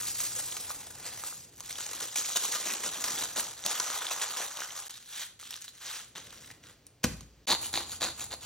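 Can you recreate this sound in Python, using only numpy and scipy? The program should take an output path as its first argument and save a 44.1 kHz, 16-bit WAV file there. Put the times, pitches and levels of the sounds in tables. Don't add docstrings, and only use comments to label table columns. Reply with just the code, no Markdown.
import sys
import numpy as np
from scipy import signal
from scipy.fft import rfft, irfft, next_fast_len
from scipy.io import wavfile
from scipy.ndimage import uniform_filter1d

SR = 44100
rng = np.random.default_rng(int(sys.argv[2]) if len(sys.argv) > 2 else 0)


def wav_record(signal):
    frames = np.transpose(np.atleast_2d(signal))
    bounded = np.clip(frames, -1, 1)
    quanta = np.round(bounded * 32767).astype(np.int16)
    wavfile.write(sys.argv[1], SR, quanta)


N = 372644
TIME = np.arange(N) / SR
FFT_SIZE = next_fast_len(N + SR)
BIN_HZ = np.arange(FFT_SIZE // 2 + 1) * SR / FFT_SIZE
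CUTOFF_HZ = 16100


# frequency in Hz, relative level in dB.
PAPER_SPECTRUM = [(130, -15), (400, -5), (1300, -10.5), (2600, -13), (4000, -5.5), (6000, -1), (8500, 2),
                  (10800, 4), (13000, -7.5), (16000, -28)]
FOIL_SPECTRUM = [(130, -12.5), (400, -7.5), (1100, -1), (2400, -11), (3700, -1.5), (4900, -6.5),
                 (6200, 2.5), (8200, -1.5), (10000, 0.5), (12000, -1.5), (14000, -28), (16000, -40)]
# time in seconds, body re crackle in dB.
HOLLOWNESS = [(0, -21.5), (.45, -12.5), (1.05, -2.5), (1.55, -23), (2.0, -12.5), (2.2, -21.5), (2.7, -10.5),
              (3.45, -12), (4.0, -3.5), (4.6, -5.5), (5.0, -10)]

def wrapping(foil_from_s=1.5, press_from_s=3.44, press_takes_s=0.62):
    strength, sliding = folding(), TIME < foil_from_s
    pressed = np.clip((TIME - press_from_s) / press_takes_s, 0, 1)
    pocket_db = np.where(sliding, -10.5, 6 * (1 - pressed) - 9 * pressed)
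    foil_per_s = 3600 * (strength / from_db(-38)) ** .75
    paper_hits = creases(per_s=7000, spread_db=2, clump_db=2.5) * sliding
    paper = sheet(paper_hits, PAPER_SPECTRUM, damping=5.4, travel_s=.0008)
    foil_hits = creases(foil_per_s, spread_db=2.5, clump_db=1.36) * ~sliding
    foil = sheet(foil_hits, FOIL_SPECTRUM, damping=5.4, travel_s=.0006)
    flips = crinkles(per_s=150, level_db=2.5, spread_db=3.5) * from_db(-3 * sliding)
    crackle = from_db(0.1) * rustle(paper + foil, in_time(HOLLOWNESS), pocket_db)
    return strength * (crackle + flips)


# time in seconds, level in dB.
CARRY_LEVELS = [(0, -41.5), (.5, -43), (.95, -54.5), (1.3, -46), (1.44, -55.5), (1.5, -65.5), (1.66, -50),
                (1.9, -45), (2.13, -46.5), (2.25, -37.5), (2.6, -40.5), (2.8, -43.5), (3.1, -40.5),
                (3.33, -47.5), (3.45, -43), (3.56, -53.5), (3.75, -39.5), (4.0, -43), (4.35, -43.5),
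                (4.5, -47.5), (4.8, -49), (4.9, -51)]
# start in seconds, length in seconds, level in dB.
HAND_FOLDS = [(.065, 0.017, -34.5), (.18, 0.083, -39), (.36, 0.039, -40), (.692, 0.017, -43),
              (1.05, 0.021, -45), (1.26, 0.018, -43), (1.688, 0.034, -45), (1.785, 0.081, -45),
              (2.0, 0.046, -41), (2.154, 0.043, -33), (2.356, 0.0087, -30), (2.433, 0.018, -34.5),
              (2.513, 0.051, -37), (2.655, 0.08, -39.5), (2.833, 0.041, -37.5), (3.033, 0.12, -41.5),
              (3.17, 0.079, -38.5), (3.358, 0.049, -35.5), (3.645, 0.077, -38), (3.84, 0.14, -46.5),
              (4.106, 0.02, -37), (4.211, 0.024, -36.5), (4.36, 0.083, -41.5), (4.568, 0.075, -44.5),
              (4.752, 0.052, -46)]

def folding():
    carrying = during(CARRY_LEVELS[0][0], CARRY_LEVELS[-1][0]) * from_db(in_time(CARRY_LEVELS))
    return np.hypot(carrying, gestures(HAND_FOLDS, attack_s=.0046, release_s=.016))


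def creases(per_s, spread_db, clump_db):
    sizes = from_db(spread_db * np.minimum(rng.exponential(1, N), 4.6) + clump_db * drift(130))
    return sizes * (rng.random(N) < per_s / SR)


def sheet(hits, spectrum, damping, travel_s, modes=36, facets=1009, wander_db=3.5, wander_per_s=45):
    at, out = np.flatnonzero(hits), np.zeros(N)
    facet, force = at % facets, hits[at]
    for hz in np.linspace(np.sqrt(140), np.sqrt(CUTOFF_HZ), modes) ** 2:
        r, w = np.exp(-np.pi * damping * np.sqrt(hz) / SR), 2 * np.pi * hz / SR
        lag = (travel_s * SR * (4000 / hz) ** .3 * rng.random(facets)).astype(int)
        strength = from_db(at_hz(spectrum, hz)) * (1 - r) * rng.standard_normal(facets)
        wander = np.interp(at / SR * wander_per_s, np.arange(facets), rng.standard_normal(facets))
        push = np.full(N, 1e-18)
        push[np.minimum(at + lag[facet], N - 1)] = force * strength[facet] * from_db(wander_db * wander)
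        out += signal.lfilter([1], [1, -2 * r * np.cos(w), r * r], push)
    return signal.lfilter([1, 0, -1], [1], out)


def rustle(grains, body_db, pocket_db):
    top = evened(band(grains, 2000, "high"), [2500, 8000])
    body = evened(band(grains, 2000, "low"), [500, 2000])
    bass = zero_phase_band(body, 550, "low")
    body = band(body + (from_db(pocket_db) - 1) * bass, 117, "high")
    return top - from_db(body_db) * body


# time in seconds, relative level in dB, body re crack in dB.
CREASE_SNAPS = [(0.5677, -23, -0.5), (1.2378, -27, -3), (1.6054, -28, -1), (1.785, -27.5, 3.5),
                (1.933, -22, -2), (2.3701, -18.5, 1.5), (3.04, -19.5, 2.5), (3.082, -20.5, 2.5),
                (3.3625, -28, 6.5), (3.6624, -17, -8), (3.799, -16.5, 3), (3.901, -24, 6.5),
                (4.215, -27, 0), (4.37, -20.5, -11), (4.9071, -29.5, -8), (5.5075, -27, -19),
                (5.621, -28.5, -21), (6.3268, -38, 0), (6.8666, -37, -21), (7.2075, -33.5, -2)]

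def snaps(strays_per_s=15):
    times, level_db, body_db = np.transpose(CREASE_SNAPS)
    strays = from_db(12.5) * folding() * (rng.random(N) < strays_per_s / SR)
    hits = avalanche(clicks(times, level_db) + strays, fade_s=.0042, follow_db=-10)
    cracks = from_db(12.5) * band(sheet(hits, FOIL_SPECTRUM, damping=5.6, travel_s=.0004), 280, "high")
    latest = np.maximum(np.searchsorted(times - .002, TIME) - 1, 0)
    return band(cracks, 2600, "high") - from_db(body_db[latest]) * band(cracks, 2600, "low")


def avalanche(hits, fade_s, follow_db):
    energy = signal.lfilter([1], [1, -np.exp(-2 / (fade_s * SR))], hits ** 2 + 1e-18)
    followers = (rng.random(N) < .1) * (energy > 1e-8)
    return hits + from_db(follow_db) * np.sqrt(energy) * followers


# time in seconds, level in dB, pitch in Hz.
FACET_POPS = [(.523, -25.5, 3450), (.705, -25, 1170), (1.237, -26, 1260), (1.326, -32, 1320),
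              (1.728, -24, 5900), (1.756, -28, 3200), (2.002, -37, 4130), (2.365, -21, 3770),
              (2.4525, -19, 6600), (2.7025, -23, 2550), (3.38, -30, 624), (3.639, -27, 3700),
              (4.0197, -26, 1440), (4.068, -19, 3520), (4.112, -27, 810), (4.225, -33, 950),
              (4.403, -25.5, 660), (4.59, -29.5, 1050), (4.62, -23, 1580), (4.706, -29.5, 3150),
              (5.43, -39, 1280), (5.528, -31, 2950), (5.681, -29, 3860), (6.181, -29, 6340),
              (6.504, -34, 1880), (8.337, -27.5, 695)]

def pops(rows):
    out, t = np.zeros(N + SR), TIME[:SR // 50]
    for start_s, level_db, hz in rows:
        at, t60_s = round(start_s * SR), .0093 * (1000 / hz) ** .23
        out[at:at + len(t)] += from_db(level_db - 60 * t / t60_s) * np.sin(2 * np.pi * hz * t)
    return band(out[:N], 420, "high")


CRINKLE_EDGES_HZ = [1080, 2900, 4220, 5660, 6800, 8500]

def crinkles(per_s, level_db, spread_db, count=2000):
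    wait, size, pitch = rng.random((count, 3)).T
    times = np.cumsum(-np.log(1 - wait)) / per_s
    levels_db = level_db + spread_db * np.minimum(-np.log(1 - size), 2)
    hz = np.interp(pitch, np.linspace(0, 1, len(CRINKLE_EDGES_HZ)), CRINKLE_EDGES_HZ)
    return pops(np.transpose([times, levels_db, hz])[times < TIME[-1]])


# start, rise, length and fade in seconds, level in dB, body re crackle in dB.
PALM_RUBS = [(5.062, 0.165, 0.16, 0.033, -39, -14.5), (5.785, 0.081, 0.19, 0.051, -43, -10.5)]
# start and length in seconds, level in dB, body re crackle in dB.
HAND_SQUEEZES = [(4.886, 0.088, -49.5, -24), (4.998, 0.16, -55.5, -23), (5.389, 0.15, -50, -20),
                 (5.517, 0.044, -45.5, -23), (5.602, 0.086, -51, -24), (5.731, 0.16, -57.5, -17),
                 (6.15, 0.035, -46.5, -5.5), (6.213, 0.31, -55, -12.5), (6.627, 0.083, -58, -6.5)]
# frequency in Hz, relative level in dB.
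PALM_SPECTRUM = [(130, -9), (700, -3.5), (1450, 4), (2500, -2.5), (3700, 6), (4900, -4.5), (5700, 4),
                 (8200, 0.5), (10200, 5.5), (13000, -11.5), (16000, -58)]

def smoothing(rub_pocket_db=-4, squeeze_pocket_db=8):
    rubs = [gestures([(start, length, level_db)], rise, fade)
            for start, rise, length, fade, level_db, _ in PALM_RUBS]
    squeezes = [gestures([row[:3]], attack_s=.0062, release_s=.024) for row in HAND_SQUEEZES]
    strength = np.linalg.norm(rubs + squeezes, axis=0)
    shares = (np.array(rubs + squeezes) / strength) ** 2
    rubbing = shares[:len(rubs)].sum(axis=0)
    body_db = np.array([row[-1] for row in PALM_RUBS + HAND_SQUEEZES]) @ shares
    pocket_db = rub_pocket_db * rubbing + squeeze_pocket_db * (1 - rubbing)
    rub_hits = creases(per_s=6000, spread_db=1, clump_db=0)
    squeeze_hits = creases(per_s=2400, spread_db=3, clump_db=2.8)
    hits = np.where(rubbing > .5, rub_hits, squeeze_hits)
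    grains = sheet(hits, PALM_SPECTRUM, damping=9.2, travel_s=.0007)
    crackle = from_db(-0.5) * rustle(grains, body_db, pocket_db)
    return strength * (crackle + (1 - rubbing) * crinkles(per_s=80, level_db=0, spread_db=5))


# frequency in Hz, relative level in dB.
CRUSH_SPECTRUM = [(130, -7), (1100, -5.5), (6500, -3.5), (12000, -6.5), (16000, -46)]
# frequency in Hz, relative level in dB, t60 in seconds.
BOARD_MODES = [(56.8, -14.5, 0.87), (97, -37, 0.33), (147, -17, 0.57), (198, -17, 0.29), (240, 1.5, 0.034),
               (327, -17, 0.081), (495, -11.5, 0.059), (720, -6, 0.014)]

def pat(crush_s=7.040, land_s=7.0445):
    approach = gestures([(crush_s - .009, .008, -33)], attack_s=.0054, release_s=.0037)
    graze = approach * creases(per_s=17000, spread_db=5, clump_db=-10)
    crush = avalanche(clicks([crush_s], [-11.5]), fade_s=.0091, follow_db=7.5)
    since_s = np.maximum(TIME - crush_s, 0)
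    settling = from_db(-29) * np.exp(-since_s / .069) * (since_s > 0)
    settle = settling * creases(per_s=5100, spread_db=2.5, clump_db=2.5)
    foil = sheet(graze + crush + settle, CRUSH_SPECTRUM, damping=6.4, travel_s=.00048)
    push = band(clicks([land_s], [-17]) + 1e-18, 1200, "low")
    thump = sum(from_db(level_db) * ring(push, hz, t60_s) for hz, level_db, t60_s in BOARD_MODES)
    burst = rng.standard_normal(N) * np.exp(-since_s / .082) * (TIME > land_s)
    boom = from_db(-16.5) * band(burst, [58, 210], "band")
    return foil - band(thump, 88, "high") + band(boom, 54, "high")


# start, length and release in seconds, relative level in dB,
# initial rate in teeth/s, speed-up in teeth/s^2.
KNIFE_PUSHES = [(7.467, 0.065, 0.016, -19, 197, 1330), (7.721, 0.061, 0.041, -24.5, 120, 300),
                (8.001, 0.05, 0.036, -22, 100, 1700), (8.3, 0.044, 0.0068, -30, 142, 630)]
# middle and half length in seconds, scrape level in dB.
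KNIFE_PULLS = [(7.648, 0.047, -39), (7.923, 0.045, -41.5), (8.22, 0.041, -40), (8.44, 0.026, -46)]
# frequency in Hz, relative level in dB.
CUT_SPECTRUM = [(130, -23), (330, -3.5), (500, -4), (850, 1.5), (1900, -8), (2800, -4.5), (3600, -3),
                (4500, -4), (5500, -33), (6800, -0.5), (8300, -25), (9800, -0.5), (11500, -28),
                (16000, -48)]
# frequency in Hz, relative level in dB, t60 in seconds.
KNIFE_MODES = [(3630, -3, 0.0052), (4330, -0.5, 0.0043), (6700, -10.5, 0.0041)]
# time in seconds, relative level in dB.
WRINKLE_RIPS = [(7.4873, -25), (7.5024, -12), (7.5137, -18), (7.517, -12.5), (7.5258, -14), (7.531, -18),
                (7.5496, -21), (7.740, -20), (7.7561, -17), (7.7747, -15.5), (7.7824, -19.5), (7.8053, -25),
                (8.01, -25), (8.0192, -20), (8.0282, -18.5), (8.0332, -23), (8.043, -27), (8.0854, -22),
                (8.2145, -31), (8.3291, -29)]

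def knife(push_scrape_db=-14, turn_scrape_db=-60):
    cutting = TIME > KNIFE_PUSHES[0][0]
    push = sum(gestures([(start, length, level_db)], attack_s=.017, release_s=release)
               for start, length, release, level_db, *_ in KNIFE_PUSHES)
    pull = sum(from_db(level_db) * np.exp(-((TIME - middle) / half) ** 2)
               for middle, half, level_db in KNIFE_PULLS)
    plucks = push * serrations(KNIFE_PUSHES) + clicks(*np.transpose(WRINKLE_RIPS))
    tears = avalanche(plucks, fade_s=.0024, follow_db=-16)
    teeth = from_db(14) * sheet(tears, CUT_SPECTRUM, damping=5, travel_s=.0007)
    scrape_hits = creases(per_s=3700, spread_db=3, clump_db=1)
    grains = sheet(scrape_hits, CUT_SPECTRUM, damping=5.7, travel_s=.00095)
    grains += from_db(12) * zero_phase_band(grains, 5500, "high")
    scrape_gains = [from_db(push_scrape_db) * push, pull, from_db(turn_scrape_db) * cutting]
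    scrape = np.linalg.norm(scrape_gains, axis=0) * evened(grains, [2500, 8000])
    rasp = sum((-1) ** k * ring(plucks * from_db(level_db + 2.1 * drift(300)), hz, t60_s)
               for k, (hz, level_db, t60_s) in enumerate(KNIFE_MODES))
    return teeth + scrape + rasp + twangs(plucks) + board_under_knife(plucks, cutting)


def serrations(pushes, count=26, jitter_teeth=.15, spread_db=1):
    out = np.zeros(N)
    for start, *_, per_s, speedup in pushes:
        teeth = np.maximum(np.arange(count) + 1 + jitter_teeth * rng.standard_normal(count), 0)
        times = start + 2 * teeth / (per_s + np.sqrt(per_s ** 2 + 2 * abs(speedup) * teeth))
        out += clicks(np.minimum(times, TIME[-1]), spread_db * rng.standard_normal(count))
    return out


def twangs(plucks, from_hz=3015, fall_s=.00216, fade_s=.0027):
    t = TIME[:SR // 80]
    turns = from_hz * t / (1 + t / fall_s)
    chirp = from_db(-12.5) * np.sin(2 * np.pi * turns) * np.exp(-t / fade_s)
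    return signal.oaconvolve(plucks, chirp)[:N]


def board_under_knife(plucks, cutting):
    knock = ring(plucks, hz=336, t60_s=.085) + ring(plucks, hz=224, t60_s=.016)
    rumble = evened(band(rng.standard_normal(N), [65, 105], "band"), [50, 130])
    return from_db(-26.5) * band(knock, 54, "high") + from_db(-60) * rumble * cutting


# time in seconds, relative level in dB.
ROOM_LEVELS = [(0, -53.5), (1.9, -59), (2.6, -64.5), (3.2, -56), (4.1, -65.5), (6.0, -64.5), (6.35, -55.5),
               (7.0, -62.5), (7.45, -60), (7.67, -54.5), (8.45, -57.5)]
# frequency in Hz, relative level in dB.
ROOM_SPECTRUM = [(25, -19), (42, -8), (58, -2), (130, 2), (175, -5.5), (480, -9.5), (1000, -19),
                 (5000, -21), (16000, -32)]

def room_tone():
    spectrum = rfft(rng.standard_normal(FFT_SIZE)) * from_db(at_hz(ROOM_SPECTRUM, BIN_HZ))
    noise = irfft(spectrum, FFT_SIZE)[:N]
    return from_db(in_time(ROOM_LEVELS) - 2) * noise / np.std(noise)


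def kitchen_reverb(t60_s, tail_db, wall_hz):
    t = TIME[:SR]
    tail = rng.standard_normal(SR) * from_db(-60 * t / t60_s) * (t > .003)
    return rfft(band(from_db(tail_db) * tail / np.linalg.norm(tail), wall_hz, "low"), FFT_SIZE)


def gestures(rows, attack_s, release_s):
    power = np.full(N, 1e-14)
    for start, length, level_db in rows:
        near = (TIME > start) & (TIME < start + 1)
        t = TIME[near] - start
        envelope = np.minimum(t / attack_s, 1) * np.exp(-np.maximum(t - length, 0) / release_s)
        power[near] += (from_db(level_db) * envelope) ** 2
    return np.sqrt(power)


def ring(push, hz, t60_s):
    r, w = np.exp(-np.log(1000) / (t60_s * SR)), 2 * np.pi * hz / SR
    return signal.lfilter([0, np.sin(w)], [1, -2 * r * np.cos(w), r * r], push + 1e-18)


def clicks(times, levels_db):
    out = np.zeros(N)
    out[np.round(np.asarray(times) * SR).astype(int)] = from_db(levels_db)
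    return out


def drift(per_s):
    return np.interp(TIME * per_s, np.arange(N), rng.standard_normal(N))


def evened(x, edges_hz):
    power = uniform_filter1d(band(x, edges_hz, "band") ** 2, size=2400)
    return x / np.sqrt(np.abs(power) + 1e-14)


def band(x, hz, kind):
    return signal.sosfilt(signal.butter(2, hz, kind, fs=SR, output="sos"), x)


def zero_phase_band(x, hz, kind):
    return signal.sosfiltfilt(signal.butter(2, hz, kind, fs=SR, output="sos"), x)


def during(start_s, end_s):
    return uniform_filter1d(1. * ((TIME >= start_s) & (TIME <= end_s)), size=100)


def in_time(points):
    return np.interp(TIME, *np.transpose(points))


def at_hz(points, hz):
    knots_hz, values = np.transpose(points)
    return np.interp(np.log(hz + 1e-9), np.log(knots_hz), values)


def from_db(db):
    return 10 ** (np.asarray(db) / 20)


# frequency in Hz, lead of the left port in radians.
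PORT_PHASE = [(20, .05), (200, .2), (600, .45), (1600, .08), (2300, .15), (3200, .6), (4200, .8),
              (4850, 1.5), (5100, .3), (5700, .2), (6500, 1.1), (8400, 2.1), (9000, 2.5), (9600, 3.05),
              (10700, 3.2), (11400, 3.55), (12800, 4.6), (14000, 6.2)]

def scene():
    sources = wrapping() + smoothing() + snaps() + pops(FACET_POPS) + pat() + knife() + room_tone()
    direct = rfft(sources, FFT_SIZE)
    half_phase = at_hz(PORT_PHASE, BIN_HZ) / 2
    mid = direct * (1 + kitchen_reverb(t60_s=.44, tail_db=-11.5, wall_hz=12800))
    side = direct * (1 + kitchen_reverb(t60_s=.42, tail_db=-2, wall_hz=7600))
    mid, side = mid * np.cos(half_phase), 1j * side * np.sin(half_phase)
    return irfft(np.array([mid + side, mid - side]), FFT_SIZE)[:, :N]


GAPS = [(4.883, 4.895), (7.456, 7.4695)]

def record(dry):
    live = 1 - sum(during(start_s, end_s) for start_s, end_s in GAPS)
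    return signal.sosfilt(signal.ellip(10, .2, 80, CUTOFF_HZ, fs=SR, output="sos"), dry * live)


dry = scene()
out = record(dry)
wav_record(out)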